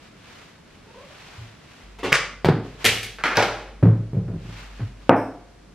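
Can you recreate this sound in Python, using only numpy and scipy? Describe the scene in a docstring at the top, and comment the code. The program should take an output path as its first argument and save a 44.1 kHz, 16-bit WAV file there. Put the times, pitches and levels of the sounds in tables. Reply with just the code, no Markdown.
"""Over quiet room air, fur and cloth rustle, a faint squeak rises and a cat leaves a wooden table with a thump.
A low hum sets in; a spiral notebook, a hardback, a pouch of pencils and a plastic case of markers are put down.
An apple lands and rocks to rest, the table is bumped, and a mug of tea lands with a very faint high hiss. Each
blow is a coloured click with a rattle; it rings modes of the table top and fills a small live room. Air and
rustle are coloured noise, the squeak is fuzzy harmonics and the hum is a sine."""
import sys
import numpy as np
from scipy import signal
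from scipy.fft import rfft, irfft
from scipy.io import wavfile
from scipy.ndimage import uniform_filter1d

SR = 44100
rng = np.random.default_rng(int(sys.argv[2]) if len(sys.argv) > 2 else 0)


def persist_wave(psi):
    """Save psi, clipped to +-1, as 16-bit WAV."""
    counts = np.round(np.clip(psi, -1, 1) * 32767).astype(np.int16)
    wavfile.write(sys.argv[1], SR, np.atleast_2d(counts).T)


N = 253134

# Colours of the room air and of brushing fur and cloth.
# Each row: frequency in Hz, relative level in dB per Hz.
AIR_COLOUR = [(15, -40), (25, -2), (193, 1), (399, -7), (445, -6.5), (537, -10.5), (648, -10.5),
              (782, -14.5), (1490, -14.5), (5580, -26), (10600, -37), (13500, -48.5), (15500, -84.5)]
BRUSH_COLOUR = [(200, -22), (350, -1.5), (700, 4.5), (2600, 4.5), (4500, -3.5), (7000, -11), (10000, -21.5),
                (13000, -23.5), (15500, -54)]
# Stereo width of room air and rustle. 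Each row: frequency in Hz, side minus mid in dB.
AIR_WIDTH = [(60, -24), (110, -21), (200, -10.5), (380, -2), (700, -4.5), (1290, -5.5), (2380, -7),
             (4400, -1), (8120, 1.5), (15000, 13)]
# Loudness of a low machine hum. Each row: time in seconds, rms level in dB.
HUM_LEVEL = [(1.85, -46.5), (3.0, -48.5), (3.7, -44.5), (4.9, -42), (5.3, -53)]
# Strokes of fur, sleeves and cloth.
# Each row: peak time in seconds, level in dB, rise in seconds, fall in seconds.
STROKES = [(.05, -52, 0.072, 0.037), (.35, -47.5, 0.13, 0.14), (.72, -59, .03, 0.058),
           (1.33, -46, 0.29, 0.15), (1.73, -51, 0.086, 0.19), (2.66, -50, 0.022, 0.16),
           (2.828, -41, 0.019, 0.017), (4.6, -44, 0.12, .08), (4.8, -50.5, 0.056, 0.095),
           (5.06, -55, 0.061, 0.044)]
# A faint rising squeak, perhaps from the cat as it is lifted.
# Each row: time in seconds, pitch in Hz, level in dB.
SQUEAK_GLIDE = [(.84, 419, -59.5), (.92, 463, -53.5), (.97, 487.5, -46.5), (1.02, 537, -46.5),
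                (1.12, 573, -55.5), (1.2, 595, -72.5)]

# Stereo width of the reflections. Each row: frequency in Hz, side minus mid in dB.
ROOM_WIDTH = [(60, -39), (110, -44.5), (200, -24), (380, -20.5), (700, -22.5), (1290, -18), (2380, -13.5),
              (4400, -4.5), (8120, 3.5), (15000, 20)]
# Decay of the room. Each row: frequency in Hz, time to fall 60 dB in seconds.
ROOM_T60 = [(100, 0.2), (260, 0.57), (700, 0.51), (1800, 0.45), (5000, 0.47), (12000, 0.31)]
# Modes of the table top, before each object's own drive level.
# Each row: frequency in Hz, gain at the peak in dB, time to fall 60 dB in seconds.
TABLE_MODES = [(110.6, 12.5, 0.51), (141.5, -4, 1), (179.4, -4.5, 0.19), (245.8, -3.5, 0.17),
               (274.2, 1, 0.36), (365.6, 2, 0.081), (437.2, 4.5, 0.25), (519, -2.5, 0.36), (573, 0.5, .3),
               (703, -2, 0.93), (784, 1, 0.3), (913, -4, 0.21), (984, -9.5, 0.56)]

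# Colour of each object's blow, before its brightness tilt.
# Each row: frequency in Hz, relative level in dB per Hz.
CAT_COLOUR = [(21, -33), (35, -3), (119, 16), (147, -19), (209, -47), (300, -33), (390, -51.5), (660, -120)]
NOTEBOOK_EDGE_COLOUR = [(47, -40), (80, -12), (205, -2.5), (441, -1.5), (669, -2), (1440, -9.5),
                        (1680, -11.5), (3170, -12.5), (3540, -17.5), (12300, -41.5), (15000, -51)]
NOTEBOOK_SLAP_COLOUR = [(60, -40), (170, -12), (240, -32), (440, -11), (590, -7), (800, -15.5),
                        (1300, -2.5), (1800, -2.5), (2400, -7.5), (3100, -8.5), (4200, -15.5),
                        (5800, -14.5), (11000, -29.5), (15500, -50)]
NOTEBOOK_CRACK_COLOUR = [(200, -22), (800, -12.5), (1600, -16.5), (2050, -4.5), (2340, 1), (2700, -6.5),
                         (3600, -16), (4600, -24), (5340, -18), (6200, -24), (11000, -32.5), (15500, -29)]  # the cover cracks against the wood
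HARDBACK_EDGE_COLOUR = [(35, -14.5), (60, -6.5), (156, 5.5), (253, -4), (721, -9.5), (1630, -18.5),
                        (2910, -25), (3190, -27), (3500, -26), (4630, -29), (5980, -39.5), (12900, -52),
                        (15500, -57)]
HARDBACK_FLAT_COLOUR = [(29, -46), (50, -20.5), (114, 0.5), (238, -2), (313, -6), (462, -5.5), (568, -18),
                        (839, -19), (1300, -20.5), (1790, -27), (2010, -28), (5020, -54), (9110, -88),
                        (9760, -81), (12000, -63), (15600, -100), (22000, -120)]
POUCH_COLOUR = [(41, -38.5), (70, -6.5), (103, -10), (135, -14.5), (222, -7.5), (350, -15.5), (449, -4),
                (515, -15.5), (740, -13), (971, -20), (1220, -12.5), (2350, -3.5), (6240, -16.5),
                (13200, -23), (15800, -47)]
CASE_CORNER_COLOUR = [(90, -23.5), (200, -13), (380, -5), (1000, -6.5), (1300, -2), (1550, 2), (1900, -5.5),
                      (2400, -6), (3100, -15), (5200, -22.5), (8000, -34.5), (13000, -38.5), (15500, -55)]
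CASE_FLAT_COLOUR = [(53, -46.5), (90, -19.5), (216, -16), (354, -7), (532, -5.5), (592, -2), (645, -8.5),
                    (688, -6.5), (1170, -10.5), (1310, -9), (2330, -12), (5850, -26), (10200, -38.5),
                    (12400, -34), (15000, -72)]
CASE_LID_COLOUR = [(2500, -35), (4200, -5), (5000, -0.5), (6300, -4), (7000, -33.5), (12000, -15.5),
                   (16000, -25)]
APPLE_COLOUR = [(35, -34.5), (70, -17.5), (105, -4.5), (155, -3), (210, -11.5), (290, -15), (380, -23.5),
                (520, -23.5), (860, -37), (1400, -40), (2200, -50.5), (3700, -63), (7000, -78.5)]
APPLE_ROCK_COLOUR = [(45, -37), (90, -8), (180, -4), (230, -17.5), (370, -21), (520, -27), (900, -40.5),
                     (1400, -46.5), (2500, -54.5), (5000, -76)]
BUMP_COLOUR = [(35, -45), (60, -29), (109, 4), (206, -26), (249, -12.5), (339, -29.5), (1290, -40),
               (2000, -39), (2600, -58), (4400, -120)]
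MUG_COLOUR = [(50, -48), (110, -14), (175, -6.5), (215, -11), (260, 0), (400, -4.5), (620, -5), (880, -6.5),
              (1050, -13), (1400, -14.5), (2000, -23.5), (2600, -30.5), (3100, -43), (5000, -65),
              (8000, -85)]
HIGH_HISS_COLOUR = [(4500, -29), (5100, 4), (5850, -4), (6700, -29), (8500, -6), (11000, -14), (14500, -10),
                    (16000, -37)]
# The blows; flat things touch with an edge, then fall flat.
# Each row: start in seconds, level of the main contact in dB, brightness in dB per octave,
# rattle in dB relative to the main contact, what lands.
BLOWS = [ (1.378, -34.5, 8.5, -11.5, "cat"), (1.392, -43, -23, 4, "cat"),
         (1.987, -48, 3, -3, "notebook edge"), (2.031, -35, 1.5, 3, "notebook edge"),
         (2.046, -35.5, 1.5, 3.5, "notebook edge"), (2.120, -27.5, -4.5, 1.5, "notebook slap"),
         (2.1237, -24.5, -0.5, -12, "notebook slap"), (2.1283, -19.5, .5, 1.5, "notebook slap"),
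         (2.1272, -13.5, -0.5, -4.5, "notebook crack"), (2.446, -24.5, 1.5, 4.5, "hardback edge"),
         (2.457, -20.5, 1, -5.5, "hardback edge"), (2.4855, -21.5, -0.15, -3, "hardback edge"),
         (2.4872, -11.5, 0, -16, "hardback flat"), (2.499, -15, -1.2, -6.5, "hardback flat"),
         (2.844, -22, -1, 2, "pouch"), (2.8515, -20, 0, 4.5, "pouch"), (2.8595, -17.5, 1.2, 0.5, "pouch"),
         (3.031, -35, 1.5, 2.5, "pouch"), (3.185, -39.5, 0.5, 1, "case corner"),
         (3.2376, -21.5, 1, -2, "case corner"), (3.253, -30, .5, 6, "case corner"),
         (3.314, -29.5, -0.1, 0.5, "case corner"), (3.356, -30, 2.5, 3.5, "case corner"),
         (3.3705, -23, -1, -17.5, "case lid"), (3.3708, -18.5, -2, 3.5, "case flat"),
         (3.392, -23, -0.5, 6, "case flat"), (3.424, -20, 1, -2.5, "case flat"),
         (3.827, -14.5, 0.9, -8.5, "apple"), (3.834, -12.5, -0.05, -4, "apple"),
         (3.855, -15.5, .4, -19.5, "apple"), (3.889, -21, 0.45, -9.5, "apple"), (4.28, -35, 1, -2, "apple"),
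         (4.793, -27.5, 0, 0.5, "table bump"), (4.822, -34, 0.5, -5, "table bump"),
         (4.85, -39, -1, -8, "table bump"), (5.0936, -7, 0.8, -12, "mug"), (5.096, -20, 0.6, -5.5, "mug"),
         (5.1068, -19, -0.4, -14, "mug"), (5.126, -24, 0.5, 4.5, "mug"), (5.145, -25.5, -2.5, -2, "mug"),
         (5.164, -57.5, 2, 2, "infuser"), ]

AIR_DB = -50.5
HUM_HZ, HUM_START_S = 48.8, 1.825
# the apple rocks to rest, each swing shorter and weaker than the one before
ROCK_START_S, ROCK_GAP_S = 4.131, 0.17
ROCK_SHRINK = 0.88  # each gap as a share of the one before
ROCK_DB, ROCK_LOSS_DB = -25, 7.5  # first swing, and loss per swing
ROCK_LOBE_S = 0.036  # from the first lobe's touch to the second
ROCK_TILT_DB, ROCK_LOBE_TILT_DB = 0.45, -1.4  # dB per octave; the second touch is duller
ROCK_RATTLE_DB = -4
BAND_LIMIT_HZ = 15900


def amp(db):
    """Decibels to gain."""
    return 10 ** (np.asarray(db) / 20)


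def unit(x):
    """Scales to rms 1."""
    return x / np.sqrt(np.mean(x ** 2) + 1e-20)


def read(points, hz):
    """Reads a table on a log-frequency axis."""
    f, value = np.transpose(points)
    return np.interp(np.log(hz + 1), np.log(f + 1), value)


def add(mix, s, sound):
    """Adds a sound to the mix at time s."""
    start = max(round(s * SR), 0)
    part = mix[:, start:][:, :sound.shape[1]]
    part += sound[:, :part.shape[1]]


def diffuse(size, width):
    """White noise from all around at two close ports: alike in the bass, unlike in the treble."""
    mid, side = rng.standard_normal((2, size))
    hz = np.fft.rfftfreq(size, 1 / SR)
    side = irfft(rfft(side) * amp(read(width, hz)), size)
    return np.array([mid + side, mid - side])


def wash(colour):
    """Steady diffuse noise of a given colour."""
    hz = np.fft.rfftfreq(N, 1 / SR)
    spectrum = rfft(diffuse(N, AIR_WIDTH)) * amp(read(colour, hz))
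    return unit(irfft(spectrum, N))


def background():
    """Room air as coloured noise, and a low sine hum that sets in."""
    t = np.arange(N) / SR
    s, db = np.transpose(HUM_LEVEL)
    hum = unit(np.sin(2 * np.pi * (HUM_HZ * t + rng.random())))
    hum *= amp(np.interp(t, s, db))
    fade_in = np.clip((t - HUM_START_S) / 0.02, 0, 1)
    return amp(AIR_DB) * wash(AIR_COLOUR) + hum * fade_in


def brushing(grain_db=0.87):
    """Fur and cloth: each stroke swells and fades while countless fibres slip, in small clumps."""
    t = np.arange(N) / SR
    strokes = np.zeros(N)
    for s, db, rise, fall in STROKES:
        spread = np.where(t < s, rise, fall)
        strokes += amp(db) * np.exp(-0.5 * ((t - s) / spread) ** 2)
    clumps = unit(uniform_filter1d(rng.standard_normal(N), size=300))
    return strokes * amp(grain_db * clumps) * wash(BRUSH_COLOUR)


def squeak(width_hz=43, octave_db=-5, third_db=-16):
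    """A rising tone with two overtones, each made fuzzy by slow random modulation."""
    t = np.arange(N) / SR
    s, hz, db = np.transpose(SQUEAK_GLIDE)
    turn = np.exp(2j * np.pi * np.cumsum(np.interp(t, s, hz)) / SR)
    lowpass = signal.butter(2, width_hz, fs=SR, output="sos")
    a, b = signal.sosfilt(lowpass, rng.standard_normal((2, 3, N)))
    tone = np.zeros(N)
    for k, level_db in enumerate([0, octave_db, third_db]):
        fuzzy = (a[k] + 1j * b[k]) * turn ** (k + 1)
        tone += amp(level_db) * fuzzy.real
    return unit(tone) * np.interp(t, s, amp(db), left=0, right=0)


def room(room_db, lag, build=0.0015, size=32768, count=64, order=8):
    """Direct sound, lag samples later on the left, then reflections that die band by band."""
    hz, t, z = signal.stft(diffuse(size, ROOM_WIDTH), SR, nperseg=256)
    decay = amp(-60 * t / read(ROOM_T60, hz)[:, None])
    tail = rfft(signal.istft(z * decay, SR, nperseg=256)[1][:, :size])
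    power = (abs(tail) ** 2).mean(0)
    tail /= np.sqrt(uniform_filter1d(power, count) + 1e-9)  # the walls favour no band
    age = np.arange(SR // 2) / SR
    tail = irfft(tail)[:, :len(age)] * (1 - np.exp(-(age / build) ** 2))
    out = amp(room_db) * tail / np.linalg.norm(tail[0])
    # windowless sinc pulses place the direct sound between samples
    out[:, :2 * order] += np.sinc(np.arange(-order, order) - np.array([[lag], [-lag]]) / 2)
    return out


def table_top(x):
    """The wooden top rings as a bank of damped resonators when x drives it."""
    out = np.zeros(N)
    for hz, db, t60 in TABLE_MODES:
        r = np.exp(-np.log(1000) / (t60 * SR))
        pole = r * np.exp(2j * np.pi * hz / SR)
        ring = signal.lfilter([1], [1, -pole], x + 1e-18).real
        out += amp(db) * 2 * (1 - r) * ring
    return out


def contact(colour, tilt_db, size=4096):
    """The causal (minimum-phase) click of one contact, of energy 1; harder contacts tilt brighter."""
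    hz = np.fft.rfftfreq(size, 1 / SR)
    db = read(colour, hz) + tilt_db * np.log2(np.maximum(hz, 100) / 1000)
    log_gain = np.log(amp(np.maximum(db - db.max(), -100)))
    mirrored = np.r_[log_gain, log_gain[-2:0:-1]]
    click = np.fft.ifft(np.exp(signal.hilbert(mirrored).conj())).real
    return click / np.linalg.norm(click)


def scatter(spread, size=2048):
    """Smears a click over the time that waves take to cross the object, leaving its colour alone."""
    fade = np.exp(-np.arange(size) / SR / max(spread, 1e-4))
    burst = rfft(rng.standard_normal(size) * fade)
    for _ in range(6):
        flat = irfft(burst / (abs(burst) + 1e-9))
        flat[size // 2:] = 0  # nothing comes before the contact
        burst = rfft(flat)
    return flat[:size // 2]


def rattle(rattle_db, decay, settle_db, settle_s, per_s=1500):
    """One main contact, a dying scatter of small ones, and a slower swell as pages, pens or loose parts settle."""
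    t = np.arange(SR // 2) / SR
    size, chance = rng.standard_normal(len(t)), rng.random(len(t))
    quick = np.exp(-t / max(decay, 1e-3))
    slow = t * np.exp(-t / max(settle_s, 1e-3))
    share = np.hypot(amp(rattle_db) * unit(quick), amp(settle_db) * unit(slow))
    force = size * (chance < per_s / SR) * share
    force *= np.hypot(amp(rattle_db), amp(settle_db)) / (np.linalg.norm(force) + 1e-9)
    force[0] += 1  # the main contact
    return force


def put_down(blows, colour, room_db, table_db, spread, decay, settle_db=-np.inf, settle_s=0, lag=0):
    """An object's blows sound into the room and drive the table; spread, decay and settle_s in seconds."""
    air, drive = np.zeros((2, N)), np.zeros((1, N))
    for s, db, tilt_db, rattle_db in blows:
        click = signal.fftconvolve(contact(colour, tilt_db), scatter(spread))
        blow = signal.fftconvolve(rattle(rattle_db, decay, settle_db, settle_s), click)[None]
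        energy = 1 + amp(rattle_db) ** 2 + amp(settle_db) ** 2
        # the level is the main contact's rms over 10 ms
        blow *= amp(db) * np.sqrt(SR / 100 * energy) / np.linalg.norm(blow)
        add(drive, s, blow)
        add(air, s, signal.fftconvolve(blow, room(room_db, lag), axes=1))
    return air + amp(table_db) * table_top(drive[0])


def blows_of(name):
    """The blows of one object."""
    return [row[:-1] for row in BLOWS if row[-1] == name]


def rocking(count=3):
    """The apple touches down on two lobes at each swing, and loses energy every time."""
    gaps = ROCK_GAP_S * ROCK_SHRINK ** np.arange(count - 1)
    times = ROCK_START_S + np.r_[0, np.cumsum(gaps)]
    touches = []
    for swing, s in enumerate(times):
        for lobe in range(2):
            db = ROCK_DB - swing * ROCK_LOSS_DB
            tilt_db = ROCK_TILT_DB + lobe * ROCK_LOBE_TILT_DB
            touches.append((s + lobe * ROCK_LOBE_S, db, tilt_db, ROCK_RATTLE_DB))
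    return touches


def scene():
    """Lays the objects over the background, rustle and squeak."""
    out = background() + brushing() + squeak()
    out += put_down(blows_of("cat"), CAT_COLOUR, room_db=-9, table_db=-6, spread=0.00088, decay=0.0086)
    out += put_down(blows_of("notebook edge"), NOTEBOOK_EDGE_COLOUR, room_db=6, table_db=9.5,
                    spread=0.0086, decay=0.0154, settle_db=3, settle_s=0.0065)
    out += put_down(blows_of("notebook slap"), NOTEBOOK_SLAP_COLOUR, room_db=-0.5, table_db=2,
                    spread=0.00072, decay=0.0023, settle_db=1, settle_s=0.013, lag=0.94)
    out += put_down(blows_of("notebook crack"), NOTEBOOK_CRACK_COLOUR, room_db=-6, table_db=-9,
                    spread=0.00043, decay=0.00038, lag=0.76)
    out += put_down(blows_of("hardback edge"), HARDBACK_EDGE_COLOUR, room_db=-2.5, table_db=-2,
                    spread=0.0015, decay=0.0062, settle_db=0.5, settle_s=0.0048)
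    out += put_down(blows_of("hardback flat"), HARDBACK_FLAT_COLOUR, room_db=-3, table_db=-1.5,
                    spread=0.00067, decay=0.0055, settle_db=-20, settle_s=0.023)
    out += put_down(blows_of("pouch"), POUCH_COLOUR, room_db=0.5, table_db=5,
                    spread=0.0022, decay=0.017, settle_db=-9, settle_s=0.044)
    out += put_down(blows_of("case corner"), CASE_CORNER_COLOUR, room_db=3, table_db=-14.5,
                    spread=0.002, decay=0.0067, settle_db=-1, settle_s=0.017, lag=1.46)
    out += put_down(blows_of("case lid"), CASE_LID_COLOUR, room_db=-3.5, table_db=-13,
                    spread=0.00096, decay=0.0012, lag=1.2)
    out += put_down(blows_of("case flat"), CASE_FLAT_COLOUR, room_db=-0.5, table_db=-1,
                    spread=0.0076, decay=0.014, settle_db=-9, settle_s=0.068, lag=1.6)
    out += put_down(blows_of("apple"), APPLE_COLOUR, room_db=2, table_db=0.5, spread=0.0038, decay=0.0074)
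    out += put_down(rocking(), APPLE_ROCK_COLOUR, room_db=1, table_db=-1,
                    spread=0.0042, decay=0.0064, settle_db=-0.5, settle_s=0.01)
    out += put_down(blows_of("table bump"), BUMP_COLOUR, room_db=-9, table_db=-14,
                    spread=0.012, decay=0.019, settle_db=5, settle_s=0.013)
    out += put_down(blows_of("mug"), MUG_COLOUR, room_db=-1, table_db=2.5, spread=0.0014, decay=0.013)
    out += put_down(blows_of("infuser"), HIGH_HISS_COLOUR, room_db=9, table_db=-17, spread=0.0036, decay=0.06)
    return out


def record(dry):
    """The hardest knocks overload the input, which bends them smoothly; then a steep low-pass."""
    clipped = dry / (1 + dry ** 8) ** (1 / 8)
    lowpass = signal.firwin(511, BAND_LIMIT_HZ, window=("kaiser", 9), fs=SR)
    return signal.oaconvolve(clipped, lowpass[None], "same")


dry = scene()
out = record(dry)
persist_wave(out)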